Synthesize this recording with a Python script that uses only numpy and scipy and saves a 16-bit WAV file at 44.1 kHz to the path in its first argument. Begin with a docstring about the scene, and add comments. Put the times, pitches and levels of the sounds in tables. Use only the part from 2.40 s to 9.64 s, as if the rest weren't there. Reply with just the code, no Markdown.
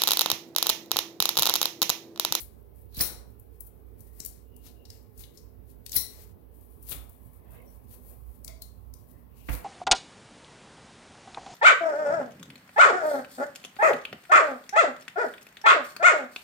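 """Scaling a fish with a scalpel

The fish lies on a towel in a small hard-walled room. Friction makes the edge scrape and squeak, and
scales tick as they fracture. Twice the blade springs free and rings in its modes, and once it swipes
across the skin. Jolts thud dully, loudest at the end. A sleeve rustles; ventilation rumbles behind."""
import sys
import numpy as np
from scipy import signal
from scipy.fft import rfft, irfft, next_fast_len
from scipy.io import wavfile
from scipy.ndimage import uniform_filter1d, map_coordinates

SR = 44100
rng = np.random.default_rng(int(sys.argv[2]) if len(sys.argv) > 2 else 0)


def inscribe(sig):
    """Save sig as 16-bit PCM at rate SR to the path in sys.argv[1].

    A 1-D sig is mono; a 2-D sig holds one channel per row.
    Samples are clipped to [-1, 1] before scaling.
    """
    pcm = np.round(np.clip(np.atleast_2d(sig).T, -1, 1) * 32767)
    wavfile.write(sys.argv[1], SR, pcm.astype(np.int16))


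N = 319398
TIME = np.arange(N) / SR
EVENT_N, LEAD_S = SR // 2, 0.12
EVENT_TIME = np.arange(EVENT_N) / SR - LEAD_S  # time around one event [s]


def amp(db):
    """Decibels to amplitude gain."""
    return 10 ** (np.asarray(db) / 20)


def unit(x):
    """Scale to rms 1."""
    return x * (np.mean(x * x) + 1e-20) ** -.5


def along(points, hz):
    """Interpolate (frequency [Hz], value) points on a logarithmic frequency axis."""
    knots_hz, values = np.transpose(points)
    return np.interp(np.log(hz + 1), np.log(knots_hz + 1), values)


def wobble(rate):
    """A smooth random curve with rate knots a second."""
    return map_coordinates(rng.standard_normal(int(N * rate / SR) + 4), [TIME * rate])


def burst(t, rise_s, fall_s):
    """An envelope that grows exponentially to 1 at t = 0, then decays."""
    return np.exp(-np.abs(t) / (np.where(t < 0, rise_s, fall_s) + 1e-5))


def noise(size):
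    """Independent white noise, left and right."""
    return rng.standard_normal((2, size))


def grains(size, per_s, spread_db):
    """Shot noise: tiny fractures of uneven size at random moments."""
    hits = rng.random(size) < per_s / SR
    return unit(noise(size) * hits * amp(spread_db * rng.standard_normal(size)))


def patchy(size, depth_db):
    """Noise whose level drifts in small patches of time and frequency."""
    spectra = signal.stft(noise(size), nperseg=1024)[2]
    drift = uniform_filter1d(rng.standard_normal(spectra.shape[1:]), size=4, axis=0)
    drift = uniform_filter1d(drift, size=10, axis=1)
    return signal.istft(spectra * amp(depth_db * unit(drift)), nperseg=1024)[1][:, :size]


def filtered(x, response):
    """Multiply the spectrum of x by a frequency response."""
    size = x.shape[-1]
    padded = next_fast_len(size + 2048, True)
    return irfft(rfft(x, padded) * response(np.fft.rfftfreq(padded, 1 / SR)), padded)[..., :size]


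def coloured(x, spectrum, body_db=0):
    """Shape x by a spectrum, at rms 1; body lifts the part below 8 kHz."""
    return unit(filtered(x, lambda hz: amp(along(spectrum, hz) + body_db / (1 + (hz / 8000) ** 6))))


def resonance(hz, centre_hz, width_hz):
    """Response of two equal resonators in cascade, each width_hz wide."""
    return (1j * hz * width_hz / (centre_hz ** 2 - hz ** 2 + 1j * hz * width_hz)) ** 2


def resonant(x, modes):
    """Pass x through parallel resonances, at rms 1."""
    return unit(filtered(x, lambda hz: sum(amp(db) * resonance(hz, centre_hz, 2 * half_width_hz)
                                           for centre_hz, half_width_hz, db in modes)))


def narrow(size, centre_hz, width_hz):
    """Narrow-band noise, heard as a rough tone."""
    return unit(filtered(noise(size), lambda hz: resonance(hz, centre_hz, width_hz)))


def panned(x, pan_db):
    """Set the level difference, left minus right, at constant power."""
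    return x * unit(amp([[pan_db / 2], [-pan_db / 2]]))


def add_event(track, time_s, x):
    """Mix x into the track with the zero of EVENT_TIME at time_s."""
    start = round((time_s - LEAD_S) * SR)
    x = x[:, max(-start, 0):max(N - start, 0)]
    start = max(start, 0)
    track[:, start:start + x.shape[1]] += x


def in_room(x, room_db):
    """Reverberation: add a diffuse tail in which each frequency decays at its own rate."""
    # room decay: (frequency [Hz], reverberation time [s])
    t60 = [(100, 0.65), (500, 0.93), (2000, 0.47), (4500, 0.38), (9000, 0.35), (15000, 0.24)]
    hz, t, spectra = signal.stft(noise(EVENT_N), SR, nperseg=256)
    decay = amp(-60 * t / along(t60, hz)[:, None])
    build_up = 1 - np.exp(-t / 0.0023)
    tail = signal.istft(spectra * decay * build_up, SR, nperseg=256)[1]
    tail /= np.linalg.norm(tail, axis=1, keepdims=True)
    return x + amp(room_db) * signal.fftconvolve(x, tail, axes=1)[:, :x.shape[1]]


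def ventilation():
    """Flow noise, duct resonances and motor hum, mostly on the right, with a thin steady hiss."""
    # rumble on each side, and hiss: (frequency [Hz], relative density [dB])
    left_spectrum = [(20, 4.5), (55, 2.5), (100, -7), (170, -12.5), (300, -3), (450, 3.5), (700, -3),
                     (1050, -9.5), (1500, -18), (3000, -26), (8000, -51), (16000, -62)]
    right_spectrum = [(20, -21.5), (35, -30), (55, 6), (78, -3.5), (98, -1), (135, -12.5), (190, -13),
                      (260, -15), (430, -22.5), (600, -33), (1000, -37.5), (1500, -44), (3500, -49.5),
                      (8000, -58)]
    hiss_spectrum = [(2000, -12.5), (7500, -21.5), (10000, -8), (12000, 1), (14000, 1.5), (16000, 2)]
    # duct modes: (frequency [Hz], width [Hz], level at lean 0 [dB], level at lean 1 [dB], pan [dB])
    duct_modes = [(97.5, 36, -63.5, -60.5, -26), (121, 65, -80.5, -62, -24), (248, 19, -67.5, -65, -16),
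                  (297, 140, -70.5, -93, -18.5), (423.6, 87, -64, -73.5, -4.5), (1060, 200, -96, -74, 9.5)]
    # the listener leans in: (time [s], lean [0-1])
    leaning = [(4.3, 0), (4.9, 0.94)]
    lean = np.interp(TIME, *np.transpose(leaning))
    left, right = patchy(N, depth_db=2)
    air = np.array([amp(-61.5) * coloured(left, left_spectrum),
                    amp(-49) * coloured(right, right_spectrum)])
    for hz, width_hz, back_db, near_db, pan_db in duct_modes:
        air += panned(narrow(N, hz, width_hz), pan_db) * amp(back_db + lean * (near_db - back_db))
    hum = amp(-52 + 2.4 * wobble(2.2)) * np.sin(2 * np.pi * 59.5 * TIME + 0.46 * wobble(1.7))
    hiss = amp(-67) * coloured(noise(N), hiss_spectrum)
    return air + panned(hum, -24) + panned(hiss, 6.4)


def cloth_rustles():
    """Sliding friction: sleeve and towel brush as the arm changes its grip."""
    # swells of rustling: (peak time [s], level [dB], rise [s], fall [s])
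    brushes = [(3.8, -58.5, .04, 0.069), (4.729, -69.5, .04, 0.43), (5.16, -52, 0.06, 0.098),
               (5.53, -62.5, 0.034, 0.068), (5.72, -60.5, 0.041, 0.056)]
    # soft cloth: (frequency [Hz], relative density [dB])
    cloth_spectrum = [(200, -10), (500, 8.5), (950, 0.5), (1400, -10.5), (2100, -10.5), (3200, -18),
                      (6000, -48)]
    sliding = sum(amp(db) * burst(TIME - time_s, rise_s, fall_s) for time_s, db, rise_s, fall_s in brushes)
    return panned(sliding * coloured(patchy(N, depth_db=5), cloth_spectrum), -2.8)


def jolts():
    """Damped resonances: low, dull thuds, mostly on the right, each with a short slap."""
    # jolts: (time [s], thud gain [dB], slap level [dB], thud rise [s])
    jolt_events = [(0.573, -30.5, -65, 0.004), (0.603, -31.5, -35, 0.00033), (1.802, -40.5, -71, 0.0011),
                   (3.563, -33, -67, 0.0007), (4.518, -37.5, -42.5, 0.0043), (4.548, -29.5, -69, 0.018),
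                   (6.08, -42, -56.5, 0.0044), (7.087, -11, -33.5, 0.028), (7.13, -24, -41, 0.0064)]
    # resonances of the thud: (frequency [Hz], width [Hz], relative level [dB])
    thud_modes = [(56.3, 9, -3.5), (98, 15, -10), (150, 41, 0.5), (226.7, 89, -1), (284, 24, -12.5),
                  (439, 100, -31)]
    # the slap: (frequency [Hz], relative density [dB])
    slap_spectrum = [(100, -5), (300, -2.5), (700, -2.5), (1200, -2), (1600, -5), (2400, -3), (3500, -17),
                     (7000, -29), (15000, -49.5)]
    out = np.zeros((2, N))
    age = np.maximum(EVENT_TIME, 0)
    for time_s, thud_db, slap_db, rise_s in jolt_events:
        thud = np.zeros(EVENT_N)
        for hz, width_hz, db in thud_modes:
            decay = np.exp(-np.pi * width_hz * age)
            thud += amp(db) * decay * np.sin(2 * np.pi * (hz * age + rng.random()))
        thud *= amp(thud_db) * (1 - np.exp(-age / rise_s))
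        slap = amp(slap_db) * coloured(noise(EVENT_N), slap_spectrum)
        slap *= burst(EVENT_TIME - 0.001, 0.0017, 0.013)
        add_event(out, time_s, panned(thud, -26) + in_room(panned(slap, -1), room_db=-3))
    return out


def skin_rubbing():
    """Friction noise: edge and gloves on wet skin give a crinkling fizz over a lower rasp."""
    # spells of rubbing: (start [s], end [s], fizz level [dB], rasp level [dB])
    rubs = [(0.358, 0.54, -67, -85), (1.596, 1.8, -60, -76), (1.83, 1.98, -62.5, -69),
            (2.241, 2.3, -61.5, -88), (2.49, 2.572, -60.5, -65.5), (2.947, 3.02, -67, -75),
            (3.56, 3.83, -56.5, -64.5), (4.15, 4.99, -63, -84), (5.111, 5.359, -61, -79.5),
            (5.496, 6.006, -65, -83.5), (6.55, 6.77, -65, -80), (6.97, 7.24, -60, -70.5)]
    # the two bands of friction noise: (frequency [Hz], relative density [dB])
    fizz_spectrum = [(3000, -22), (6000, -25), (9000, -11.5), (11800, -2), (15500, -5)]
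    rasp_spectrum = [(800, -17.5), (2000, 5.5), (3200, -1), (4200, 6.5), (5600, 4), (8000, 5),
                     (12000, -27.5)]
    fizz_gain, rasp_gain = amp(-75), amp(-88)  # the hands only holding on
    for start_s, end_s, fizz_db, rasp_db in rubs:
        contact = burst(TIME - np.clip(TIME, start_s, end_s), rise_s=0.02, fall_s=0.052)
        fizz_gain = np.maximum(fizz_gain, amp(fizz_db) * contact)
        rasp_gain = np.maximum(rasp_gain, amp(rasp_db) * contact)
    pressure = amp(3.1 * wobble(25))
    fizz = fizz_gain * coloured(grains(N, per_s=14000, spread_db=2.5), fizz_spectrum)
    rasp = rasp_gain * coloured(grains(N, per_s=9000, spread_db=2), rasp_spectrum)
    pops_per_s, pop_decay_s = 42, 0.0022  # tiny wet ticks
    pops = (rng.random(N) < pops_per_s / SR) * rng.random(N)
    crinkle = amp(-11.5) * unit(signal.lfilter([1], [1, -np.exp(-1 / (pop_decay_s * SR))], pops))
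    return pressure * (panned(fizz * (1 + crinkle), 22) + panned(rasp, 19))


def squeaks():
    """Stick-slip of the edge and the rubber gloves unevenly drives one resonance per squeak."""
    # squeaks: (peak time [s], level [dB], frequency [Hz], quality factor [1], pan [dB], decay [s])
    slips = [(0.559, -47.5, 4150, 8.1, -17, 0.019), (0.583, -37, 14000, 10, 3.5, 0.019),
             (0.613, -25, 9700, 17, 7, 0.0077), (0.613, -22, 15300, 25, 2, .011),
             (1.681, -76, 1870, 20, 1, .06), (2.17, -74.5, 2860, 16.5, 15, .13),
             (2.413, -70.5, 2820, 22, 13.5, 0.084), (3.564, -16, 11380, 11, 9, 0.0045),
             (4.524, -38.5, 3380, 3.8, 10, 0.0089), (5.286, -65, 5680, 41, 20, .02),
             (6.096, -56, 2140, 11, 13, 0.03), (6.092, -54.5, 644, 10, -1, 0.03),
             (6.222, -44.5, 4150, 16, 9, .005), (6.777, -72, 1903, 8, 13.5, 0.064),
             (7.012, -68, 2690, 3.3, 13, 0.11)]
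    out = np.zeros((2, N))
    for time_s, db, hz, q, pan_db, decay_s in slips:
        squeak = amp(db) * narrow(EVENT_N, hz, hz / q) * burst(EVENT_TIME, 0.53 * decay_s, decay_s)
        add_event(out, time_s, panned(squeak, pan_db))
    return in_room(out, room_db=-6.5)


def fast_strokes():
    """Superposed fractures: the edge tears through so many small scales that they merge into noise."""
    # short strokes: (peak time [s], level [dB], body [dB], pan [dB], decay [s])
    strokes = [(0.008, -34.5, 5.5, 12, .02), (0.612, -28.5, 14, -3, 0.03), (1.27, -46, -8, 13, 0.012),
               (1.858, -47.5, 3, 4.5, 0.027), (2.269, -50, 17, 16, 0.028), (2.81, -44.5, 8.5, 15, 0.026),
               (3.303, -55.5, 6.5, 15, 0.023), (3.56, -23.5, 4.5, 0.5, 0.022), (4.515, -31, 6.5, 13, 0.029),
               (5.531, -49, 6, 17, 0.034), (5.686, -49, -0.5, 15, .048), (7.133, -38, 9, 8.5, .038)]
    # tearing along the skin: (frequency [Hz], relative density [dB])
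    skin_spectrum = [(300, -6), (1300, -18), (3000, -14.5), (4100, -8.5), (5500, -12), (8500, -4.5),
                     (11500, 7), (15500, 5)]
    out = np.zeros((2, N))
    for time_s, db, body_db, pan_db, decay_s in strokes:
        tear = coloured(grains(EVENT_N, per_s=18000, spread_db=5), skin_spectrum, body_db)
        tear *= amp(db) * burst(EVENT_TIME, 0.72 * decay_s, decay_s)
        add_event(out, time_s, in_room(panned(tear, pan_db), room_db=-8))
    return out


def blade_flicks():
    """Free vibration: the bent blade slips off a scale, clacks on bone and rings down in its modes."""
    # releases: (time [s], slip [dB], slip pan [dB], slip decay [s], clack [dB], ring [dB], room [dB])
    flicks = [(0.6067, -23, 15, 0.025, -17, -44, 2.5), (3.5614, -20, 15, 0.025, -25.5, -35.5, -6)]
    # the slipping edge: (frequency [Hz], relative density [dB])
    slip_spectrum = [(300, -14), (1300, -16.5), (2000, -25.5), (3100, -17.5), (4200, -8.5), (5600, -5.5),
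                     (6800, -6.5), (8500, -8.5), (10000, -1), (12000, 4.5), (15500, 4)]
    # blade on bone: (frequency [Hz], half-width [Hz], relative gain [dB])
    clack_modes = [(159, 150, -7.5), (280, 99, -0.5), (1910, 180, -4), (4510, 110, 12), (5450, 600, 4),
                   (9750, 710, -6), (11300, 550, -7), (15200, 900, -14.5)]
    # modes of the blade: (frequency [Hz], width [Hz], relative level [dB], decay [s])
    blade_modes = [(2020, 180, -11, 0.03), (3800, 160, -12.5, .025), (4131, 500, 1.5, 0.04),
                   (4830, 250, -3.5, 0.0091), (5620, 280, 2, 0.034), (8200, 720, -3, 0.034),
                   (9475, 190, 4.5, 0.024), (10200, 660, 3.5, 0.035), (11900, 540, -8.5, 0.033),
                   (15700, 350, 8, 0.03)]
    out = np.zeros((2, N))
    since_impact = EVENT_TIME - 0.003
    for time_s, slip_db, pan_db, slip_s, clack_db, ring_db, room_db in flicks:
        slip = amp(slip_db) * coloured(noise(EVENT_N), slip_spectrum)
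        slip *= burst(EVENT_TIME - 0.002, 0.0013, slip_s)
        clack = amp(clack_db) * resonant(noise(EVENT_N), clack_modes)
        clack *= burst(since_impact, 0.0013, 0.0034)
        ring = sum(amp(db) * narrow(EVENT_N, hz, width_hz) * burst(since_impact, 0.0014, decay_s)
                   for hz, width_hz, db, decay_s in blade_modes)
        blade = panned(slip, pan_db) + panned(amp(ring_db) * ring, 9.2)
        add_event(out, time_s, in_room(blade, room_db) + panned(clack, -18))
    return out


def scale_ticks():
    """Brittle fracture: a scale creaks under the edge, then cracks; a thick one has more body and pings."""
    # cracking scales: (time [s], level [dB], body [dB], ping frequency [Hz], ping pan [dB], decay [s])
    ticks = [(0.5456, -41.5, -11.5, 4220, 2.5, 0.0052), (0.5674, -34, -10.5, 4800, 3.5, 0.0049),
             (0.592, -36.5, 6, 4700, -15.5, 0.0024), (0.9968, -43.5, -28.5, 7000, 8.5, 0.0031),
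             (1.2058, -31.5, -24, 7000, 9.5, 0.0033), (1.605, -44.5, -16.5, 7000, 13, 0.0045),
             (1.8028, -30, 3, 7020, 10.5, 0.00076), (1.8496, -26, -12, 7060, 11.5, 0.00079),
             (1.8603, -26, -17, 4650, 9, 0.0017), (2.164, -42, -21, 6000, 11, 0.0018),
             (2.4522, -55, 4, 4500, 10, 0.0058), (2.502, -45, 3.5, 5300, 2, 0.0025),
             (2.777, -44.5, -14, 7000, 12, .005), (2.793, -42, -10, 7000, 12, 0.0035),
             (2.836, -50.5, 3, 3390, 13.5, 0.0061), (2.973, -50.5, -1, 5360, 14, 0.0088),
             (3.463, -33, -4, 4190, 7, 0.0018), (3.494, -38, -1.5, 5000, 6.5, .0018),
             (3.5187, -30.5, -1, 6940, 4.5, 0.0023), (3.529, -43, 8.5, 4730, -3.5, 0.0047),
             (4.426, -42.5, -23.5, 7060, 14, 0.0049), (4.494, -31.5, -24.5, 7000, 8, .0025),
             (4.694, -44, -24, 7030, 11, 0.0038), (6.0462, -32.5, -9, 6640, 14, 0.0018),
             (6.078, -35.5, -4, 4860, 14, 0.0031), (6.2201, -32.5, -12.5, 4310, 7, 0.0031),
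             (6.538, -42.5, -6.5, 6050, 2, 0.0023), (7.0922, -40, -3.5, 2020, 2, .003)]
    # a crack: (frequency [Hz], relative density [dB])
    crack_spectrum = [(300, -31), (1300, -34), (2100, -14.5), (3000, -48), (4000, -10.5), (7000, -7),
                      (9500, -6.5), (12000, -3.5), (15500, -5)]
    ping_q = 1.7
    out = np.zeros((2, N))
    for time_s, db, body_db, ping_hz, pan_db, decay_s in ticks:
        snap = burst(EVENT_TIME - 0.0015, 0.0011, decay_s)
        creak = amp(-21) * burst(EVENT_TIME, 0.0057, 0.024)
        crack = amp(db) * (snap + creak) * coloured(noise(EVENT_N), crack_spectrum, body_db + 2)
        ping = amp(db + body_db) * snap * narrow(EVENT_N, ping_hz, ping_hz / ping_q)
        add_event(out, time_s, in_room(panned(crack, 15) + panned(ping, pan_db), room_db=-5.5))
    return out


def scene():
    """Superposition of the work on the fish and the room's own sound."""
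    return (scale_ticks() + blade_flicks() + squeaks() + cloth_rustles() + fast_strokes()
            + jolts() + skin_rubbing() + ventilation())


def record(dry):
    """Frequency response: the right microphone has a treble dip near 7.6 kHz; both are band-limited."""
    # treble dip of the right microphone: (frequency [Hz], gain [dB])
    right_dip = [(5500, 0), (7600, -12), (10000, -7), (13000, -1.5)]
    top_hz = 15850
    return filtered(dry, lambda hz: np.array([np.ones_like(hz), amp(along(right_dip, hz))]) * (hz < top_hz))


dry = scene()
out = record(dry)
inscribe(out)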